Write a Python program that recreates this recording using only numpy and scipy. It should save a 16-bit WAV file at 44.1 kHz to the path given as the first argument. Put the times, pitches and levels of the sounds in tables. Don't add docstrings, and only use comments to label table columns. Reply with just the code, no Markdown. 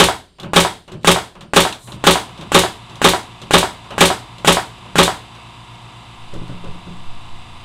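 import sys
import numpy as np
from scipy import signal
from scipy.fft import rfft, irfft, next_fast_len
from scipy.io import wavfile
from scipy.ndimage import map_coordinates

SR = 44100
rng = np.random.default_rng(int(sys.argv[2]) if len(sys.argv) > 2 else 0)


def master_out(mix):
    frames = np.transpose(np.atleast_2d(mix))
    ceiling = np.clip(frames, -1, 1)
    pcm = np.round(ceiling * 32767).astype(np.int16)
    wavfile.write(sys.argv[1], SR, pcm)


def makeup_ratio(level_db):
    decades = np.asarray(level_db, float) / 20
    return 10 ** decades


N = 337263
PAD = 4096
T = np.arange(N + PAD) / SR - PAD / SR

# (trigger time [s], bite of the nail [dB])
SHOTS = [(-.0285, -1.5), (0.5335, -11), (1.0455, -3), (1.5344, -7.5), (2.0394, -11), (2.518, -4),
         (3.016, -6), (3.508, -5.5), (3.98, -1), (4.4465, -3.5), (4.9555, -4.5)]
BRIGHT_DB = [-0.9, 0.89, 0.21, 0.19, 0.19, -0.41, -1, -1.5, 0.049, -0.37, -1.8]
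CYCLE_MS = [115, 116, 115.6, 116.9, 117.3, 118.9, 119.75, 121.7, 122.3, 123.8, 123.7]
# (frequency [Hz], level [dB/Hz])
CRACK = [(1060, -17.5), (1800, -0.5), (3800, -2), (4390, -9), (6620, -4), (7180, -5.5), (8230, -4),
         (13000, -19.5), (15900, -36.5)]
# (frequency [Hz], level [dB/Hz])
SPIT = [(5000, -36.5), (8000, -2.5), (11500, -0.5), (14500, -5), (15900, -15)]

STRIKE_MS, REBOUND_MS, REBOUND_DB = 26.7, 17, -10.5
TRIGGER_S, BITE_DB = np.transpose(SHOTS)
STRIKE_S = TRIGGER_S + STRIKE_MS / 1000
HOME_S = TRIGGER_S + np.array(CYCLE_MS) / 1000
SEATED_S = STRIKE_S + (3.3 + .125 * np.maximum(np.array(CYCLE_MS) - 118, 0)) / 1000
ALIKE_DB = 1.8
SHAFT_HZ, TOP_ORDER = 28.02, 44


def unit(x):
    return x / np.sqrt(np.mean(x ** 2) + 1e-20)


def along(points, hz):
    f, v = np.transpose(points)
    return np.interp(np.log(hz + 1), np.log(f + 1), v)


def coloured(x, spectrum):
    magnitude = makeup_ratio(along(spectrum, np.fft.rfftfreq(PAD, 1 / SR))) + 1e-6
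    cep = irfft(np.log(magnitude))
    cep[1:PAD // 2] *= 2
    cep[PAD // 2 + 1:] = 0
    h = irfft(np.exp(rfft(cep)))
    return signal.fftconvolve(x, h / np.linalg.norm(h))[:len(x)]


def add(track, s, sound):
    track[round(s * SR) + PAD:][:len(sound)] += sound


def empty():
    return np.zeros(len(T) + SR)


def noise():
    return rng.standard_normal(len(T))


def step(at, slow):
    return .5 + .5 * np.tanh((T - at) / slow)


def gain_curve(rows):
    rows = np.array(rows)
    return makeup_ratio(np.interp(T, rows[:, 0], rows[:, 1], left=-120, right=-120))


def bursts(times, db, rise, t60, spectrum, tail_db, tail_t60, alike=0):
    track, t = empty(), np.arange(SR // 2) / SR
    tail = makeup_ratio(tail_db - 60 * t / tail_t60) * (1 - np.exp(-t / 0.0083))
    shape = np.hypot(makeup_ratio(-60 * t / t60), tail) * (1 - np.exp(-t / rise))
    same = rng.standard_normal(len(t))
    for s, level_db in zip(times, db):
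        hiss = np.sqrt(alike) * same + np.sqrt(1 - alike) * rng.standard_normal(len(t))
        grain_db = map_coordinates(rng.standard_normal(len(t) // 20), [t / .002])
        add(track, s, makeup_ratio(level_db) * shape * unit(makeup_ratio(grain_db) * hiss))
    return coloured(track[:len(T)], spectrum)


def ringing(modes, scatter_db, rise=.0001):
    t = np.arange(0, min(.5, np.max(modes, axis=0)[-1]), 1 / SR)
    ring = 0
    for hz, db, t60 in modes:
        strength_db = db + rng.normal(0, scatter_db)
        ring = ring + makeup_ratio(strength_db - 60 * t / t60) * np.sin(2 * np.pi * hz * t)
    return ring * (1 - np.exp(-t / rise))


def resonant(peaks):
    f = np.fft.rfftfreq(len(T), 1 / SR)
    gain = sum(makeup_ratio(db) * f * w / np.hypot(c * c - f * f, f * w) for c, w, db in peaks)
    gain = gain / (1 + (f / 11000) ** 6)
    return unit(irfft(rfft(noise()) * gain, len(T)))


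def room(x):
    # (frequency [Hz], T60 [s])
    decay_times = [(60, 0.62), (260, 0.32), (700, 0.32), (1800, 0.26), (5000, 0.38), (13000, 0.22)]
    hz, t, z = signal.stft(rng.standard_normal(SR // 2), SR, nperseg=256)
    decay = makeup_ratio(-60 * t / along(decay_times, hz)[:, None])
    tail = signal.istft(z * decay, SR, nperseg=256)[1]
    return signal.fftconvolve(np.pad(x, (200, 0)), tail / np.linalg.norm(tail))[:len(x)]


def plank():
    mode_hz = [70, 123, 174, 262, 329, 372, 448, 560, 618, 800, 405, 1115, 1198, 1366, 1590, 186, 746]
    # (level [dB], T60 [s])
    mode_ring = [(-27.5, 0.31), (-27, 0.58), (-1.5, 0.23), (-10.5, 0.38), (-5, 0.34), (3.5, 0.23),
                 (-16, 0.18), (2, 0.24), (-5.5, 0.32), (1, 0.14), (-0.5, 0.049), (1.5, 0.18), (0.5, 0.14),
                 (-2.5, 0.13), (-2.5, 0.09), (-15, 0.28), (-5, 0.14)]
    return np.column_stack([mode_hz, mode_ring])


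def stillness():
    # (frequency [Hz], level [dB/Hz])
    quiet = [(15, -28.5), (25, 4.5), (124, -10), (631, -22.5), (1640, -30), (4730, -25), (6130, -39),
             (8800, -48), (12000, -49.5), (15600, -67), (22000, -120)]
    # (frequency [Hz], width [Hz], level [dB])
    whine = [(3070, 30, 0), (3790, 60, -5), (4610, 25, 0), (7590, 25, -3), (8670, 25, 0), (8970, 22, -2),
             (11200, 25, -8)]
    return makeup_ratio(-54.0) * coloured(noise(), quiet) + makeup_ratio(-66) * resonant(whine)


def table_sway():
    # (time [s], swing [full scale], length [s])
    lurches = [
        (6.325, .05, .07),
        (6.398, -0.089, 0.026),
        (6.502, -0.048, 0.038),
        (6.705, .12, 0.043),
        (7.095, 0.1, 0.059),
        (7.33, 0.074, 0.059),
    ]
    f = np.fft.rfftfreq(len(T), 1 / SR)
    sway = unit(irfft(rfft(noise()) / (1 + (f / 12) ** 4) * (f > 3), len(T)))
    motion = makeup_ratio(-36.5) * step(6.5, .06) * sway
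    for s, swing, length in lurches:
        u = ((T - s) / length) ** 2
        motion = motion + swing * (1 - 2 * u) * np.exp(-u)
    return motion


def valves():
    # (frequency [Hz], level [dB])
    reeds = [(740, -33), (1250, 0.5), (2350, -8.5), (3020, -0.5), (3260, -8), (3610, 4), (5000, -22.5),
             (6500, -44), (11000, -120)]
    f = np.fft.rfftfreq(len(T), 1 / SR)
    z = np.zeros(len(f), complex)
    order_hz = SHAFT_HZ * np.arange(TOP_ORDER + 1, 5000 // SHAFT_HZ)
    sizes = makeup_ratio(along(reeds, order_hz) + rng.normal(0, 3, len(order_hz)))
    z[np.searchsorted(f, order_hz)] = sizes * np.exp(2j * np.pi * rng.random(len(order_hz)))
    return unit(irfft(z, len(T)))


def pump_air(turn):
    # (frequency [Hz], level [dB/Hz])
    intake = [(110, -26), (190, -1), (562, -14.5), (714, -1.5), (777, -5), (1030, 1.5), (1250, -6),
              (1830, -20.5), (1970, -7), (2300, -9.5), (2640, -4.5), (3760, -22), (5500, -27), (7150, -60),
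              (12100, -120)]
    hiss = [(2940, -22), (5000, -9), (6250, -8.5), (8100, -9), (8780, -12), (10300, -7), (11100, -19.5),
            (13500, -22), (15700, -30)]
    # (frequency [Hz], width [Hz], level [dB])
    shroud = [(2200, 60, -4), (2750, 90, 2.5), (3080, 150, 1.5), (3510, 71, 0), (3910, 38, 2.5),
              (4790, 80, -3.5), (7870, 590, -10.5)]
    pulse = 1 + 0.12 * np.sin(turn) + 0.21 * np.sin(4 * turn) + 0.087 * np.sin(5 * turn)
    air = coloured(pulse * noise(), intake) + makeup_ratio(-4.5) * pulse * resonant(shroud)
    return air + makeup_ratio(-3.5) * valves() + makeup_ratio(-15.5) * coloured(noise(), hiss)


def motor_hum(since, loaded):
    mains_hz = 120
    hum = makeup_ratio(-5 * loaded - 45.5) * np.sin(2 * np.pi * mains_hz * T + 2.0)
    hum = hum + makeup_ratio(-58.0) * np.sin(2 * np.pi * 176 * T)
    hum = hum + makeup_ratio(-61.5) * np.sin(2 * np.pi * 9 * mains_hz * T)
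    draw_db = 24 * np.exp(-since / 0.19)
    draw_db = draw_db + 4.5 * np.cos(2 * np.pi * (T - 4.42) / 1.38)
    return makeup_ratio(draw_db) * hum


def compressor():
    # (multiple, level [dB])
    strokes = [(4, 2), (6, -6), (8, -7), (9, -13.5), (11, -12.5), (12, -15), (15, -27.5), (18, -17),
               (23, -19), (25, -13.5), (26, -8.5), (30, -10.5), (32, -17), (33, -6.5), (34, -5), (36, -5.5),
               (37, -13.5), (38, -8), (41, -12), (42, -7)]
    # (time [s], level [dB])
    start_vent = [
        (1.79, -53),
        (1.84, -45.5),
        (1.91, -47.5),
        (1.97, -57),
    ]
    # (frequency [Hz], level [dB/Hz])
    vent_colour = [(2350, -39), (4000, -5), (4570, -23.5), (7850, -8), (10100, -13), (13300, -23),
                   (15000, -32.5)]
    turn = 2 * np.pi * SHAFT_HZ * T
    since = np.maximum(T - 1.83, 0)
    running = 1 - np.exp(-since / 0.14)
    loaded = step(6.75, 0.13)
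    strong, orders = dict(strokes), 0
    for k in range(strokes[0][0], TOP_ORDER + 1):
        order_db = strong.get(k, -23 + 5.5 * rng.normal())
        orders = orders + makeup_ratio(order_db) * np.sin(k * turn + rng.uniform(0, 2 * np.pi))
    low = makeup_ratio(-49.5 + 2 * loaded) * np.sin(2 * turn) + makeup_ratio(-56.5 + 12 * loaded) * np.sin(3 * turn)
    puffs = 1 + .5 * np.sin(turn * running)
    vent = gain_curve(start_vent) * puffs * coloured(noise(), vent_colour)
    pump = makeup_ratio(-42.5) * unit(orders) + makeup_ratio(-45.5) * pump_air(turn)
    return running * (pump + motor_hum(since, loaded) + low) + vent


def pressure_switch():
    # (frequency [Hz], level [dB], T60 [s])
    contact = [(2750, 0, 0.011), (3950, -5, 0.011), (9000, -8, .008)]
    track = empty()
    add(track, 1.7262, makeup_ratio(-18) * ringing(contact, .5))
    return track[:len(T)]


def laying_down():
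    # (time [s], clack peak [dB], table boom [dB], knock pitch [Hz], knock level [dB])
    impacts = [(6.333, -23.5, -28, 570, -32), (6.36, -26, -26, 312, -30.5), (6.416, -28, -27.5, 327, -33),
               (6.494, -24, -22, 268, -30), (6.515, -43, -40, 175, -35), (6.545, -32, -28.5, 350, -48),
               (6.637, -23.5, -37, 313, -30.5), (6.672, -38, -27.5, 413, -31), (6.745, -32, -39, 246, -43),
               (6.869, -25.5, -31, 177, -30), (6.905, -35, -23.5, 328, -47)]
    # (frequency [Hz], level [dB], T60 [s])
    table = [(83.5, -7, 0.25), (127, 4, 0.25), (175.8, 0.5, 0.44)]
    # (frequency [Hz], level [dB/Hz])
    thud = [(120, -59), (200, -2), (307, 6), (574, 0), (662, -8), (976, -27), (1500, -8), (1950, -52),
            (3300, -120)]
    # (time [s], level [dB])
    clink = [
        (6.3382, -40.5),
        (6.645, -51),
    ]
    wood = empty()
    for at, clack_db, boom_db, hz, db in impacts:
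        add(wood, at, makeup_ratio(db) * ringing([(hz, 0, .16)], .5, 0.0051))
        add(wood, at, makeup_ratio(boom_db - 6.5) * ringing(table, 2.9))
        add(wood, at, makeup_ratio(clack_db - 27) * ringing(plank()[3:9], 3.8))
    s, clack_db = np.transpose(impacts)[:2]
    clacks = bursts(s, clack_db - 5.5, 0.00061, 0.037, thud, -8.0, 0.34)
    return wood[:len(T)] + clacks + bursts(*np.transpose(clink), .0004, .03, CRACK, -8, .1)


def nose_contacts():
    # (time [s], tick peak [dB], low knock [dB], scuff
    # [dB])
    contacts = [(0.3841, -43, -45, -35), (0.399, -25.5, -32, -38), (0.431, -29, -24.5, -29),
                (0.878, -33.5, -35, -36.5), (0.9182, -28.5, -26, -36), (1.3523, -40, -38, -37),
                (1.4081, -28, -33.5, -36), (1.726, -19, -45, -35), (1.873, -35, -34, -33),
                (1.92, -25, -27, -37.5), (2.2842, -48, -40, -38), (2.376, -32, -31.5, -41),
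                (2.41, -26, -30.5, -33), (2.896, -32, -35.5, -39), (2.955, -29, -38, -40),
                (3.416, -25, -31, -35), (3.8428, -38, -50, -40), (3.9053, -26.5, -28, -25),
                (4.382, -29, -37, -42), (4.782, -38, -43, -45), (4.8521, -41, -35.5, -40),
                (5.351, -35, -48, -39), (6.338, -31, -45, -44), (6.479, -36, -42, -40),
                (6.6425, -36, -33, -37)]
    # (frequency [Hz], level [dB/Hz])
    tick = [(710, -32), (1200, -6), (2120, -7), (3600, 5), (4890, -7.5), (5610, -7), (8570, -12),
            (12000, -22), (15000, -34.5)]
    scuff = [(240, -25), (400, -2), (1050, 2.5), (1650, -5.5), (1890, -11), (3000, -5.5), (3900, -28),
             (6600, -120)]
    knock = [(35, -12), (60, -6.5), (178, 4), (280, -10.5), (343, -4.5), (519, -17.5), (600, -8.5),
             (780, -49), (1320, -120)]
    # (frequency [Hz], level [dB], T60 [s])
    tip = [(3400, -8, .025), (4070, -4, 0.04), (7300, -6, 0.014)]
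    # (time [s], level [dB])
    slack = [
        (.5094, -57),
        (1.012, -46),
        (1.032, -36),
    ]
    s, tick_db, knock_db, scuff_db = np.transpose(contacts)
    out = bursts(s, tick_db - 5.5, 0.00064, 0.033, tick, -3.0, 0.13)
    out = out + bursts(s, scuff_db, 0.0022, 0.043, scuff, -1.0, 0.26)
    out = out + bursts(s, knock_db - 3.0, 0.0072, 0.22, knock, -2.3, 0.61)
    out = out + bursts(*np.transpose(slack), 0.00023, .012, tick, -5, 0.12)
    rings, snaps = empty(), empty()
    for k, at in enumerate(s):
        add(snaps, at, [makeup_ratio(tick_db[k] - 2.0)])
        add(rings, at, makeup_ratio(tick_db[k] - 13) * ringing(tip, 3.0, 0.00055))
        add(rings, at, makeup_ratio(knock_db[k] - 14) * ringing(plank()[1:8], 2.0))
    return out + coloured(snaps[:len(T)], tick) + rings[:len(T)]


def tip_pings():
    # (time [s], frequency [Hz], level [dB], T60 [s])
    springs = [(.3985, 13250, -53, .07), (.4318, 13250, -60, .07), (.879, 2900, -47, .2)]
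    pings = [(.3981, 3400, -28, .03), (.4085, 3700, -36, 0.027), (.4318, 3650, -27, .02),
             (.919, 3800, -38, .03), (.919, 7700, -38, .02), (1.4096, 3500, -38, .03),
             (1.92, 3600, -42, .03), (2.41, 3600, -34, .03), (1.033, 3600, -46, .015)]
    track = empty()
    for s, hz, db, t60 in springs:
        add(track, s, makeup_ratio(db) * ringing([(hz, 0, t60)], .5))
    for s, hz, db, t60 in pings:
        add(track, s, makeup_ratio(db) * ringing([(hz, 0, t60)], .5, .0006))
    return track[:len(T)]


def filling_air():
    # (frequency [Hz], level [dB/Hz])
    jet = [(88, -32), (150, 16), (512, -5.5), (885, -6), (1530, 9), (2210, -5.5), (2800, 5), (5430, -11),
           (7710, -4), (11800, -17), (15900, -24)]
    gate = empty()
    for s in TRIGGER_S:
        add(gate, s + 0.00018, np.ones(round(STRIKE_MS * SR / 1000)))
    return makeup_ratio(-20) * gate[:len(T)] * coloured(noise(), jet)


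def pressure_bump(at, wide):
    ms = np.arange(SR // 100) * 1000 / SR
    return np.exp(-((ms - at) / wide) ** 2)


def valve_pop():
    # (delay [ms], gain)
    pop_echoes = [(0, 1), (1.95, 0.15), (2.65, 0.27), (3.55, 0.36)]
    track = empty()
    for s in TRIGGER_S:
        for lag, gain in pop_echoes:
            pop = 0.88 * pressure_bump(lag + 1.62, 0.13) - .5 * pressure_bump(lag + 1.04, 0.34)
            add(track, s, gain * makeup_ratio(rng.normal(0, .35)) * pop)
    return track[:len(T)]


def piston_draw():
    track = empty()
    for s in STRIKE_S:
        add(track, s - .004, 0.27 * (.5 * pressure_bump(5, 2.56) - pressure_bump(6.2, 1.28)))
    return track[:len(T)]


def exhaust(force_db):
    # (frequency [Hz], level [dB/Hz])
    blast = [(880, -21.5), (1500, -17), (1850, -19.5), (2180, 1), (2430, -10), (3610, -1), (5300, -8),
             (8690, -5.5), (13500, -21.5), (15900, -26)]
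    opens = HOME_S - .0503
    out = bursts(opens, force_db - 11.5, 0.0015, 0.087, blast, -4.5, 0.31)
    out = out + bursts(opens + .0033, force_db - 19.0, 0.0011, .05, SPIT, -22.5, .15)
    return out + bursts(SEATED_S, force_db - 22.5, .0005, .045, SPIT, -11.0, .12)


def home_bump(back_db):
    # (delay [ms], gain)
    home_hits = [(0, 1.02), (3.4, -0.58), (5.3, 0.45), (11.4, -0.48), (14.3, -0.37), (25.7, -0.31),
                 (29.3, .2), (43.2, -0.061)]
    # (frequency [Hz], level [dB/Hz])
    thump = [(120, -24), (300, -11), (800, 0.5), (1400, -6.5), (2200, -20), (4000, -37.5), (6500, -63),
             (11000, -120)]
    track = empty()
    for s, db in zip(HOME_S, back_db):
        for lag, gain in home_hits:
            add(track, s + lag / 1000, [gain * makeup_ratio(db + 9.0)])
    return coloured(track[:len(T)], thump)


def cap_ring(back_db):
    # (frequency [Hz], level [dB], T60 [s])
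    cap = [(364, -2.5, 0.11), (600, -4, 0.054), (695, -4, 0.11), (756, -0.5, .09), (860, -9, 0.1),
           (907, -9, 0.12), (973, -1, 0.14), (1055, -12.5, 0.062), (1380, -18, .1), (1372, -8.5, 0.14),
           (1456, -12, 0.088), (7860, -22, 0.25), (8300, -24, .12), (12900, -30, .15)]
    # (frequency [Hz], level [dB/Hz])
    return_colour = [(120, -32.5), (200, -19.5), (461, -21), (700, -9.5), (1000, -9.5), (1270, -11),
                     (1550, -10), (1850, -10), (3620, -31), (5000, -19), (6500, -53.5), (11000, -120)]
    track = empty()
    for s, db in zip(HOME_S, back_db):
        add(track, s, makeup_ratio(db - 13.5) * ringing(cap, ALIKE_DB, 0.0065))
    return track[:len(T)] + bursts(HOME_S, back_db - 22, 0.00035, 0.087, return_colour, -1, 0.29, .8)


def steel():
    # (frequency [Hz], level [dB], T60 [s])
    driver = [(2250, -10, .1), (2590, -9, .1), (2800, -10, .1), (3100, -3, .11), (3390, -8, .12),
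              (3570, -3, .12), (3720, -3, .11), (3950, -7, .1), (4740, -16, .09), (6230, -10, .016),
              (7920, -11, .09), (8400, -14, .09)]
    track = empty()
    for s, bright_db in zip(STRIKE_S, BRIGHT_DB):
        modes = np.array(driver)
        modes[:, 0] *= 1 + .02 * rng.standard_normal(len(modes))
        add(track, s, makeup_ratio(-15 + bright_db) * ringing(modes, 3, 0.0002))
    return track[:len(T)]


def nail_crack():
    crack_db = np.array(BRIGHT_DB) + 0.3 * BITE_DB - 9.0
    crack = bursts(STRIKE_S, crack_db, 0.00058, 0.14, CRACK, -1.3, 0.21)
    return crack + bursts(STRIKE_S, BITE_DB - 7.0, .0001, 0.014, CRACK, -35.5, .1)


def struck_modes(force_db):
    # (frequency [Hz], level [dB], T60 [s])
    housing = [(292.7, -7.5, 0.37), (500, -4.5, 0.24), (653, -16, 0.089), (693, -3, 0.14), (863, 3, 0.093),
               (990, -9.5, 0.099), (1090, -3.5, 0.18), (1280, -1, 0.1), (1398, 1.5, 0.059),
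               (1510, -7, 0.082), (1684, -1.5, .12)]
    shop_modes = [(36.2, -7, 0.26), (64.9, -6.5, 0.31), (84.8, -9, 0.41), (122.2, -10, 0.42),
                  (172.9, -0.5, 0.33)]
    # (frequency [Hz], level [dB/Hz])
    rattle = [(190, -34), (330, 0), (600, -4), (1170, 0), (2060, -10), (2900, -8.5), (3640, -2),
              (5000, -15), (6500, -25), (11000, -120)]
    track = empty()
    for s, db in zip(SEATED_S, force_db):
        add(track, s, makeup_ratio(db - 13.0) * ringing(plank(), ALIKE_DB))
        add(track, s, makeup_ratio(db - 15.0) * ringing(housing, ALIKE_DB, 0.0016))
        add(track, s, makeup_ratio(db - 13) * ringing(shop_modes, ALIKE_DB, 0.029))
        rebound = makeup_ratio(db + REBOUND_DB - 22.0) * ringing(plank()[1:6], ALIKE_DB)
        add(track, s + REBOUND_MS / 1000, rebound)
    return track[:len(T)] + bursts(SEATED_S, force_db - 8.5, 0.0015, 0.084, rattle, -2.4, 0.21, .8)


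def slam(force_db):
    # (delay [ms], gain)
    slam_hits = [(0, 0.63), (.45, 0.42), (3.1, 0.46), (5.2, 0.79), (7.6, 0.18), (10.8, 0.23), (16.3, 0.59),
                 (20.8, 0.15), (29.5, 0.57), (32.7, 0.22), (39.8, 0.25), (45.1, 0.25)]
    # (frequency [Hz], level [dB/Hz])
    slam_colour = [(40, -42), (120, -22.5), (189, 0.5), (284, -4), (420, 3.5), (588, -0.5), (962, 1),
                   (1170, -2), (2080, -6), (3630, 0.5), (5000, -21), (6500, -40.5), (11000, -120)]
    dull = np.hanning(11) / 5
    track = empty()
    for s, db in zip(SEATED_S, force_db):
        for lag, gain in slam_hits:
            add(track, s + lag / 1000, gain * makeup_ratio(db + 21.5) * (dull if lag > 6 else np.ones(1)))
        add(track, s + REBOUND_MS / 1000, [makeup_ratio(db + REBOUND_DB + 23.0)])
    return coloured(track[:len(T)], slam_colour)


def nailer():
    force_db, back_db = -0.4 * rng.standard_normal((2, len(SHOTS)))
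    impulses = valve_pop() + piston_draw() + slam(force_db)
    home = home_bump(back_db)
    shop = makeup_ratio(-5.5) * room(impulses + makeup_ratio(-2.5) * home)
    rush = filling_air() + exhaust(force_db) + cap_ring(back_db)
    return impulses + home + shop + rush + steel() + nail_crack() + struck_modes(force_db)


def scene():
    background = stillness() + table_sway() + compressor() + pressure_switch()
    handling = laying_down() + nose_contacts() + tip_pings()
    return (background + handling + nailer())[None, PAD:]


def band_limit(x):
    return signal.sosfilt(signal.butter(12, 15790, fs=SR, output="sos"), x)


def record(dry):
    m = next_fast_len(N + PAD)
    z = rfft(dry, m) / (1 + (np.fft.rfftfreq(m, 1 / SR) / 15850) ** 100)
    clipped = np.clip(irfft(z, m)[:, :N], -.97, .97)
    return band_limit(clipped)


dry = scene()
out = record(dry)
master_out(out)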